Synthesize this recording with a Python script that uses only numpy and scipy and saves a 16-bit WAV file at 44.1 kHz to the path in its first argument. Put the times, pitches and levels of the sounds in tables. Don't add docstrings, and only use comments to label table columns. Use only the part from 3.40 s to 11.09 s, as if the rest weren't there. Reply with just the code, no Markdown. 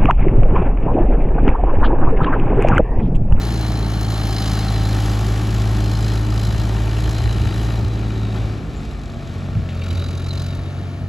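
import sys
import numpy as np
from scipy import signal
from scipy.fft import rfft, irfft, next_fast_len
from scipy.io import wavfile

SR = 44100
rng = np.random.default_rng(int(sys.argv[2]) if len(sys.argv) > 2 else 0)


def unload_wav(signal):
    wavfile.write(
        sys.argv[1],
        SR,
        np.round(np.clip(np.atleast_2d(signal).T, -1, 1) * 32767).astype(np.int16),
    )


N = 339084
T = np.arange(N) / SR
FFT_SIZE = next_fast_len(N, real=True)
BINS_HZ = np.arange(FFT_SIZE // 2 + 1) * SR / FFT_SIZE

CYLINDERS = 3
FREE_HZ, LUGGING_HZ = 55.05, 46.53
LUG_DELAY_TURNS = .13

# (time [s], firing rate [Hz])
FIRING_RATE = [(0.0, 57.06), (0.7, 53.67), (1.1, 53.28), (1.5, 53.25), (2.0, 53.69), (3.0, 54.25),
               (3.4, 54.26), (3.8, 55.71), (4.3, 56.04), (4.7, 54.17), (5.15, 53.05), (5.45, 50.1),
               (5.7, 46.5), (5.85, 45.6), (6.1, 46.0), (6.36, 43.7), (6.55, 44.7), (6.88, 44.8),
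               (7.1, 46.1), (7.3, 46.2), (7.48, 46.8), (7.69, 46.2)]
# (time [s], load [dB])
ENGINE_LOAD = [(0, -2), (1, 0.5), (1.65, 4), (4.15, 2), (4.55, 1), (5.1, 5), (5.26, -6), (5.7, -11),
               (6.05, -4), (6.3, -3.5), (6.55, 0.5), (7, 0.5), (7.3, 2), (7.69, -11)]
# (time [s], share hidden [0-1])
SCREENING = [(4.38, 0.26), (4.5, 0.58), (4.95, 0.74), (5.3, 0.74)]
# (time [s], share off axis [0-1])
OFF_AXIS = [(0, 1), (.85, 1), (1.6, .2), (2.6, 0), (6.1, 0), (6.5, .6), (7.3, 1)]

# (base level [dB], gain in view [dB], gain hidden [dB], gain lugging [dB], load slope [dB/dB])
MUFFLER_GAINS = (-28, -1, 1.5, -4, 0.12)
CRACK_GAINS = (-38, 2, -8, -3, 0.1)
HISS_GAINS = (-38.5, 3, -6, -0.5, 0.2)
CLATTER_GAINS = (-35, 0, -4.5, -0.5, 0.23)
WHINE_GAINS = [(-35, 1.1, -8.5, 0, 0.32), (-56.5, 1.3, -4, 14, 0.7), (-56.5, 3, -6, 10, 0),
               (-50.5, 13.8, -9, 12.5, 0.1), (-57, 9, -2, 2.5, 0.29)]
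WHINE_ORDERS = [5.625, 12.67, 13.7, 14.68, 24.35]

# (time [s], fundamental [dB], octave [dB], twelfth [dB])
BOOM_LEVELS = [(0, -20, -23.5, -33), (.6, -24, -22, -39), (1.3, -21, -21.5, -31), (1.55, -21, -18, -36),
               (2.1, -21.5, -19.5, -48), (3.3, -21.5, -20, -45), (4.35, -22, -21, -50),
               (4.55, -26, -23, -51), (5.1, -25, -22, -51), (5.26, -42, -35, -36), (5.5, -30, -54, -43.5),
               (5.75, -35, -36, -36.5), (6, -41, -27.5, -33), (6.35, -35, -25, -31),
               (6.52, -37, -23.5, -34), (7, -49, -23.5, -27.5), (7.3, -54, -27, -32),
               (7.69, -42, -27.5, -32.5)]
EXHAUST_OVERTONES = [(4, -40, 2.5, -6.5, -3.5, -0.6), (5, -49.5, 5, 1.5, 7.5, -0.3),
                     (7, -46, 0.5, 7.5, -5, 1)]
# (multiple of the four-stroke cycle rate [1], level [dB])
IMBALANCE_LINES = [(4, -36), (5, -36.5), (7, -34.5), (11, -39), (18, -46), (31, -52), (34, -51.5)]
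# (time [s], rasp level before spreading loss [dB])
RASP_LEVEL = [(0, -40), (.4, -44), (.85, -39), (1.03, -35), (1.25, -38), (2.1, -41), (2.62, -39),
              (2.84, -42), (3.05, -37.5), (3.35, -46), (3.65, -39.5), (4.38, -45), (4.52, -47.5),
              (4.97, -49), (5.2, -61), (6.27, -63), (6.38, -44.5), (6.5, -39.5), (6.8, -40.5),
              (7.03, -37.5), (7.25, -50), (7.69, -68)]
# (time [s], level [dB])
KNOCK_LEVEL = [(0, -52), (1.1, -44.5), (2.5, -46), (3.7, -42.5), (4.2, -41), (4.5, -52), (4.72, -45),
               (5.3, -55), (6.2, -49), (6.45, -44), (6.98, -47), (7.6, -58)]

# (frequency [Hz], relative level [dB])
MUFFLER_OPEN = [(25, -32), (70, -40), (130, -1.5), (200, 0.5), (260, -6.5), (340, -4.5), (420, -8),
                (520, -17), (800, -28.5), (3000, -94)]
MUFFLER_HIDDEN = [(25, -38), (70, -47), (130, 0), (190, 1), (260, -4.5), (340, -7.5), (440, -11.5),
                  (520, -19.5), (800, -21), (3000, -104)]
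RASP_OPEN = [(150, -28), (700, 2.5), (1400, -5), (2100, 1), (2550, -8), (3050, 6), (3450, 0), (4130, -2),
             (4600, -1.5), (5000, 3), (5700, -1.5), (7000, 0), (8500, -8), (11500, -5.5), (15500, -20.5)]
RASP_HIDDEN = [(150, -17), (700, -20), (1380, 14.5), (1950, -9), (2500, 8), (3000, 2), (3850, 10.5),
               (4500, 5), (5200, 3), (8000, -1), (11500, -10.5), (15500, -22)]
HISS_OPEN = [(300, -10), (1500, 4.5), (2400, -2), (3100, 1), (3500, 3), (4050, -1), (4600, -2.5),
             (8500, -7.5), (11500, -9.5), (15500, -25)]
HISS_HIDDEN = [(300, -4), (1500, 2), (3100, 2), (4000, 2.5), (4600, -2), (8500, -13), (11500, -21),
               (15500, -29)]
BLOCK_OPEN = [(100, -40), (350, -14), (520, -5.5), (600, 1), (800, 0.5), (890, 5), (980, -7), (1080, 0),
              (1280, -3.5), (1550, -6), (1850, -4), (2050, -12), (2300, -8), (3500, -23), (9000, -77)]
BLOCK_HIDDEN = [(100, -48), (350, 7), (500, 5.5), (800, 1.5), (970, -4.5), (1100, 1), (1400, 0.5),
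                (1550, -9), (1780, 0), (2050, -11), (2300, -1.5), (3300, -23.5), (9000, -77)]

# (frequency [Hz], bandwidth [Hz], weight in the open [dB], weight hidden [dB])
STACK_RESONANCES = [(671, 108, -2.5, 1), (800, 103, 2, -1), (1163, 114, -4, -10)]
BLOCK_RESONANCES = [(1353, 120, -2, 4.5), (1827, 154, 3, -15), (2410, 270, -8, 0.5), (2980, 240, -0.5, -21)]
# (time [s], ring frequency [Hz], drive relative to the rasp [dB])
PANEL_BUZZ = [(0, 4066, 1), (.6, 4170, 2.5), (1.05, 4155, 1.5), (1.45, 4080, 1.5), (1.85, 4077, -10),
              (2.5, 4120, -0.5), (3, 4050, -2.5), (3.6, 4050, 0), (3.9, 4030, 2), (4.5, 4015, 0.5),
              (4.75, 3850, 1), (5.2, 3850, 5), (5.6, 3850, -9), (6.42, 3736, 1), (6.9, 3940, -2),
              (7.4, 3870, 2)]
# (multiple of the ring frequency [1], weight [dB])
PANEL_RESONANCES = [(.74, -7.5), (1, 2), (1.2, -5)]

# (frequency [Hz], relative level [dB])
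BREEZE_SPECTRUM = [(20, -19), (35, -6), (50, 11.5), (80, 4), (130, 4), (200, -15), (400, -55), (2000, -100)]
# (time [s], level [dB], ring frequency [Hz], decay [s], spread [log Hz])
METAL_IMPACTS = [(0.611, -27, 7000, 0.003, 0.56), (.631, -31, 7000, 0.0033, .5),
                 (3.049, -39, 9500, 0.0044, 0.22), (3.566, -35, 2750, 0.016, .1),
                 (4.945, -31, 560, 0.052, 0.8), (4.96, -41, 3300, 0.022, .2), (5.36, -50, 7100, .03, .04),
                 (6.289, -36.5, 2600, 0.026, 0.44), (6.419, -36, 2450, 0.014, .16),
                 (6.506, -37, 2697, .009, .3), (6.884, -31, 4130, .006, 0.045),
                 (6.907, -23, 4030, 0.0055, .04), (6.974, -30, 4140, .005, 0.13)]
# (time [s], half-width [s], level [dB], centre frequency [Hz])
BUFFETS = [(3.155, 0.055, -23, 100), (3.68, 0.03, -21.5, 80), (3.888, 0.1, -20.5, 74),
           (4.078, 0.069, -18.5, 92.5), (4.436, 0.042, -19, 84), (5.057, 0.065, -30, 65.5),
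           (5.4, 0.11, -28, 60.6), (6.182, 0.015, -12, 99), (6.56, 0.044, -21, 82), (6.9, .25, -35, 50)]

# (frequency [Hz], lag at the left port [cycles])
DIFFRACTION_LAG = [(400, 0), (1600, .04), (2000, .45), (2230, .22), (2500, .43), (2850, .08), (3400, .22),
                   (4400, .11), (5500, .2), (6600, .05), (7600, .22), (10000, .1), (11000, 0)]
# (frequency [Hz], left minus right [dB])
PORT_LEVEL = [(100, 0.55), (380, 1), (700, 1.6), (1300, 3), (2300, 4.7), (3500, .7), (4400, -2), (8000, 0)]
# (frequency [Hz], lead of the left port [cycles])
PORT_PHASE = [(1500, 0), (2050, .22), (2400, .1), (2800, -.05), (4000, 0), (7300, 0), (8000, -.2),
              (8950, -.5), (9600, -.6), (10600, -1), (11600, -1), (12500, -1.42), (13800, -1.52),
              (14600, -2)]


def undb(db):
    return 10 ** (np.asarray(db) / 20)


def curves(table):
    times, *columns = np.transpose(table)
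    return [np.interp(T, times, column) for column in columns]


def across(points):
    hz, value = np.transpose(points)
    return np.interp(np.log(BINS_HZ + 1), np.log(hz), value)


def filtered(x, response):
    return irfft(rfft(x, FFT_SIZE) * response, FFT_SIZE)[:N]


def shaped(x, response):
    y = filtered(x, response)
    return y / np.std(y)


def colour(x, spectrum):
    return shaped(x, undb(across(spectrum)))


def noise():
    return rng.standard_normal(N)


def walk(bandwidth_hz):
    return shaped(noise(), np.exp(-(BINS_HZ / bandwidth_hz) ** 2))


def puffs(turns, rise, fall, scatter_db):
    phase = turns % 1
    strengths = undb(scatter_db * np.sqrt(3) * rng.uniform(-1, 1, N // 100))
    envelope = (1 - np.exp(-(phase / rise) ** 2)) * np.exp(-phase / fall) * strengths[turns.astype(int)]
    return envelope / np.sqrt(np.mean(envelope ** 2))


def cyclic_noise(turns, share, drift_hz, size=2048):
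    place = (turns / CYLINDERS % 1) * size
    first, second = (np.interp(place, np.arange(size), rng.standard_normal(size)) for _ in range(2))
    angle = walk(drift_hz)
    pattern = first * np.cos(angle) + second * np.sin(angle)
    return np.sqrt(share) * pattern + np.sqrt(1 - share) * noise()


def lugging():
    firing_hz, = curves(FIRING_RATE)
    return np.clip((FREE_HZ - firing_hz) / (FREE_HZ - LUGGING_HZ), 0, 1)


def spreading_db(start_m=16, speed_m_s=1.08):
    return -20 * np.log10(1 + speed_m_s * T / start_m)


def gain_law(base_db, view_db, hidden_db, lugging_db, load_slope, lug_power=1):
    in_view = np.exp(-((T - 1.28) / 0.84) ** 2)
    hidden, = curves(SCREENING)
    load_db, = curves(ENGINE_LOAD)
    path_db = spreading_db() + view_db * in_view + hidden_db * hidden
    effort_db = lugging_db * lugging() ** lug_power + load_slope * load_db
    return undb(base_db + path_db + effort_db)


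def screened(x, open_spectrum, hidden_spectrum):
    hidden, = curves(SCREENING)
    return (1 - hidden) * colour(x, open_spectrum) + hidden * colour(x, hidden_spectrum)


def ringing(x, modes):
    hz, widths, *weights_db = np.transpose(modes)
    responses = np.array([(-1) ** k * 1j * BINS_HZ * w / (f ** 2 - BINS_HZ ** 2 + 1j * BINS_HZ * w)
                          for k, (f, w) in enumerate(zip(hz, widths))])
    in_open, behind = (shaped(x, undb(db) @ responses) for db in weights_db)
    hidden, = curves(SCREENING)
    return (1 - hidden) * in_open + hidden * behind


def wide(source, *controls, side_db):
    return source(*controls) + undb(side_db) * source(*controls) * np.array([[1], [-1]])


def exhaust_boom(turns):
    gains = undb(curves(BOOM_LEVELS))
    boom = overtones = lope = 0
    for k, gain in enumerate(gains, 1):
        flutter_db = (0.5 + 0.64 * lugging()) * walk(31) + .5 * walk(3.1)
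        boom -= gain * undb(flutter_db) * np.cos(2 * np.pi * k * turns)
    for k, *law in EXHAUST_OVERTONES:
        gain = gain_law(*law) * undb(1.3 * walk(19))
        overtones += gain * np.sin(2 * np.pi * (round(k) * turns + rng.random()))
    for k, db in IMBALANCE_LINES:
        gain = undb(db + 1.3 * walk(2.0))
        lope += gain * np.sin(2 * np.pi * (round(k) * turns / CYLINDERS + rng.random()))
    lope *= np.sqrt(gains[0] / gains[0].max())
    return np.sqrt(2) * (boom + overtones + lope)


def muffler_rumble(turns):
    churn = cyclic_noise(turns, share=0.31, drift_hz=0.69)
    return screened(churn, MUFFLER_OPEN, MUFFLER_HIDDEN) * gain_law(*MUFFLER_GAINS)


def exhaust_crack(turns, delay_turns=.3, jitter_turns=.005, scatter_db=3.5):
    valve_turns = turns - delay_turns - LUG_DELAY_TURNS * lugging()
    firings = np.arange(1, int(valve_turns[-1]))
    lateness, strength = rng.standard_normal((N // 100, 2))[firings].T
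    samples = np.interp(firings + jitter_turns * lateness, valve_turns, np.arange(N))
    blows = np.bincount(samples.astype(int), undb(scatter_db * np.clip(strength, -1, 1)), N)
    return ringing(blows, STACK_RESONANCES) * gain_law(*CRACK_GAINS)


def rasp_and_hiss(turns, rasp_db):
    lug = lugging()
    grain = noise() * undb(walk(500))
    bursts = grain * puffs(turns + 0.1 * (1 - lug), rise=0.33, fall=0.24 - 0.03 * lug, scatter_db=2.0)
    rasp = screened(bursts, RASP_OPEN, RASP_HIDDEN) * undb(rasp_db)
    hiss = noise() * undb(1.1 * walk(530) + walk(4.1))
    return rasp + screened(hiss, HISS_OPEN, HISS_HIDDEN) * gain_law(*HISS_GAINS)


def diesel_knock(turns, delay_turns=0.242):
    hits = puffs(turns - delay_turns - LUG_DELAY_TURNS * lugging(), rise=.03, fall=.1, scatter_db=2.6)
    knock_db, = curves(KNOCK_LEVEL)
    return ringing(np.sign(noise()) * hits, BLOCK_RESONANCES) * undb(knock_db)


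def block_clatter(turns, rasp_db):
    depth = np.clip(0.34 + 0.22 * lugging() + 0.011 * (rasp_db - rasp_db.max()), 0, 1)
    pulses = puffs(turns, rise=0.17, fall=0.16, scatter_db=3.5)
    envelope = np.sqrt(1 - depth ** 2 + (depth * pulses) ** 2)
    rattle = cyclic_noise(turns, share=0.28, drift_hz=0.56) * envelope
    return screened(rattle, BLOCK_OPEN, BLOCK_HIDDEN) * gain_law(*CLATTER_GAINS)


def fan_and_gears(turns):
    tones = 0
    for order, law in zip(WHINE_ORDERS, WHINE_GAINS):
        gain = gain_law(*law, lug_power=3) * undb(1.9 * walk(12))
        tones += gain * np.sin(2 * np.pi * order * turns + 0.28 * walk(9))
    return np.sqrt(2) * tones


def panel_buzz(turns, rasp_db, width_hz=220, flex_share=0.011):
    hz, drive_db = curves(PANEL_BUZZ)
    angle = 2 * np.pi * np.cumsum(hz * (1 + flex_share * walk(12))) / SR
    ring = 0
    for ratio, db in PANEL_RESONANCES:
        gain = undb(db + 1.5 * walk(6.8))
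        ring += gain * (walk(width_hz) * np.cos(ratio * angle) + walk(width_hz) * np.sin(ratio * angle))
    shaking = 0.092 + 0.5 * puffs(turns, rise=0.084, fall=0.54, scatter_db=2.0)
    return ring * shaking * undb(rasp_db + drive_db)


def breeze():
    rumble = wide(lambda: colour(noise(), BREEZE_SPECTRUM), side_db=-9.0)
    return rumble * undb(-33.5 + 1.1 * walk(5.3))


def metal_impacts(attack_s=0.00043):
    impacts = np.zeros(N)
    for start_s, db, hz, decay_s, spread in METAL_IMPACTS:
        detuning = np.log((BINS_HZ + 1) / hz) / spread
        ring = shaped(noise(), (1 + .5 * detuning ** 2) ** -2)
        age = np.maximum(T - start_s, 0)
        impacts += undb(db) * ring * (1 - np.exp(-age / attack_s)) * np.exp(-age / decay_s)
    return impacts


def wind_buffet(middle_s, half_width_s, db, hz, log_spread=0.48):
    eddy = shaped(noise(), np.exp(-(np.log((BINS_HZ + 1) / hz) / log_spread) ** 2))
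    return undb(db) * eddy * np.exp(-((T - middle_s) / half_width_s) ** 2 / 2)


def piston_slap(turns, delay_turns=0.616, level_db=-52):
    ticks = colour(noise(), RASP_HIDDEN) * puffs(turns - delay_turns, rise=.074, fall=.21, scatter_db=3.5)
    coasting = np.exp(-((T - 5.63) / 0.44) ** 2)
    return ticks * undb(level_db) * coasting


def diffracted(pair):
    off_axis, = curves(OFF_AXIS)
    left = 0
    for share in (0, .5, 1):
        weight = np.maximum(1 - 2 * np.abs(off_axis - share), 0)
        left += weight * filtered(pair[0], np.exp(-2j * np.pi * share * across(DIFFRACTION_LAG)))
    return np.array([left, pair[1]])


def scene():
    firing_hz, = curves(FIRING_RATE)
    turns = .2 + np.cumsum(firing_hz) / SR
    rasp_db = curves(RASP_LEVEL)[0] + spreading_db()
    drone = exhaust_boom(turns) + fan_and_gears(turns) + wide(muffler_rumble, turns, side_db=-18.0)
    clatter = wide(block_clatter, turns, rasp_db, side_db=-7.5)
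    rasp = wide(rasp_and_hiss, turns, rasp_db, side_db=-17)
    metal = panel_buzz(turns, rasp_db) + metal_impacts()
    beats = exhaust_crack(turns) + diesel_knock(turns) + piston_slap(turns)
    wind = breeze() + sum(wide(wind_buffet, *buffet, side_db=-14.5) for buffet in BUFFETS)
    fade = np.minimum(np.minimum(T, T[-1] - T) / .004, 1)
    return diffracted((drone + clatter + rasp + metal + beats) * fade) + wind * fade


def record(dry):
    tilt = undb(across(PORT_LEVEL) / 2)
    left = filtered(dry[0], tilt)
    right = filtered(dry[1], np.exp(-2j * np.pi * across(PORT_PHASE)) / tilt)
    low_pass = signal.ellip(10, .2, 80, 15750, fs=SR, output="sos")
    return signal.sosfilt(low_pass, np.array([left, right]))


dry = scene()
out = record(dry)
unload_wav(out)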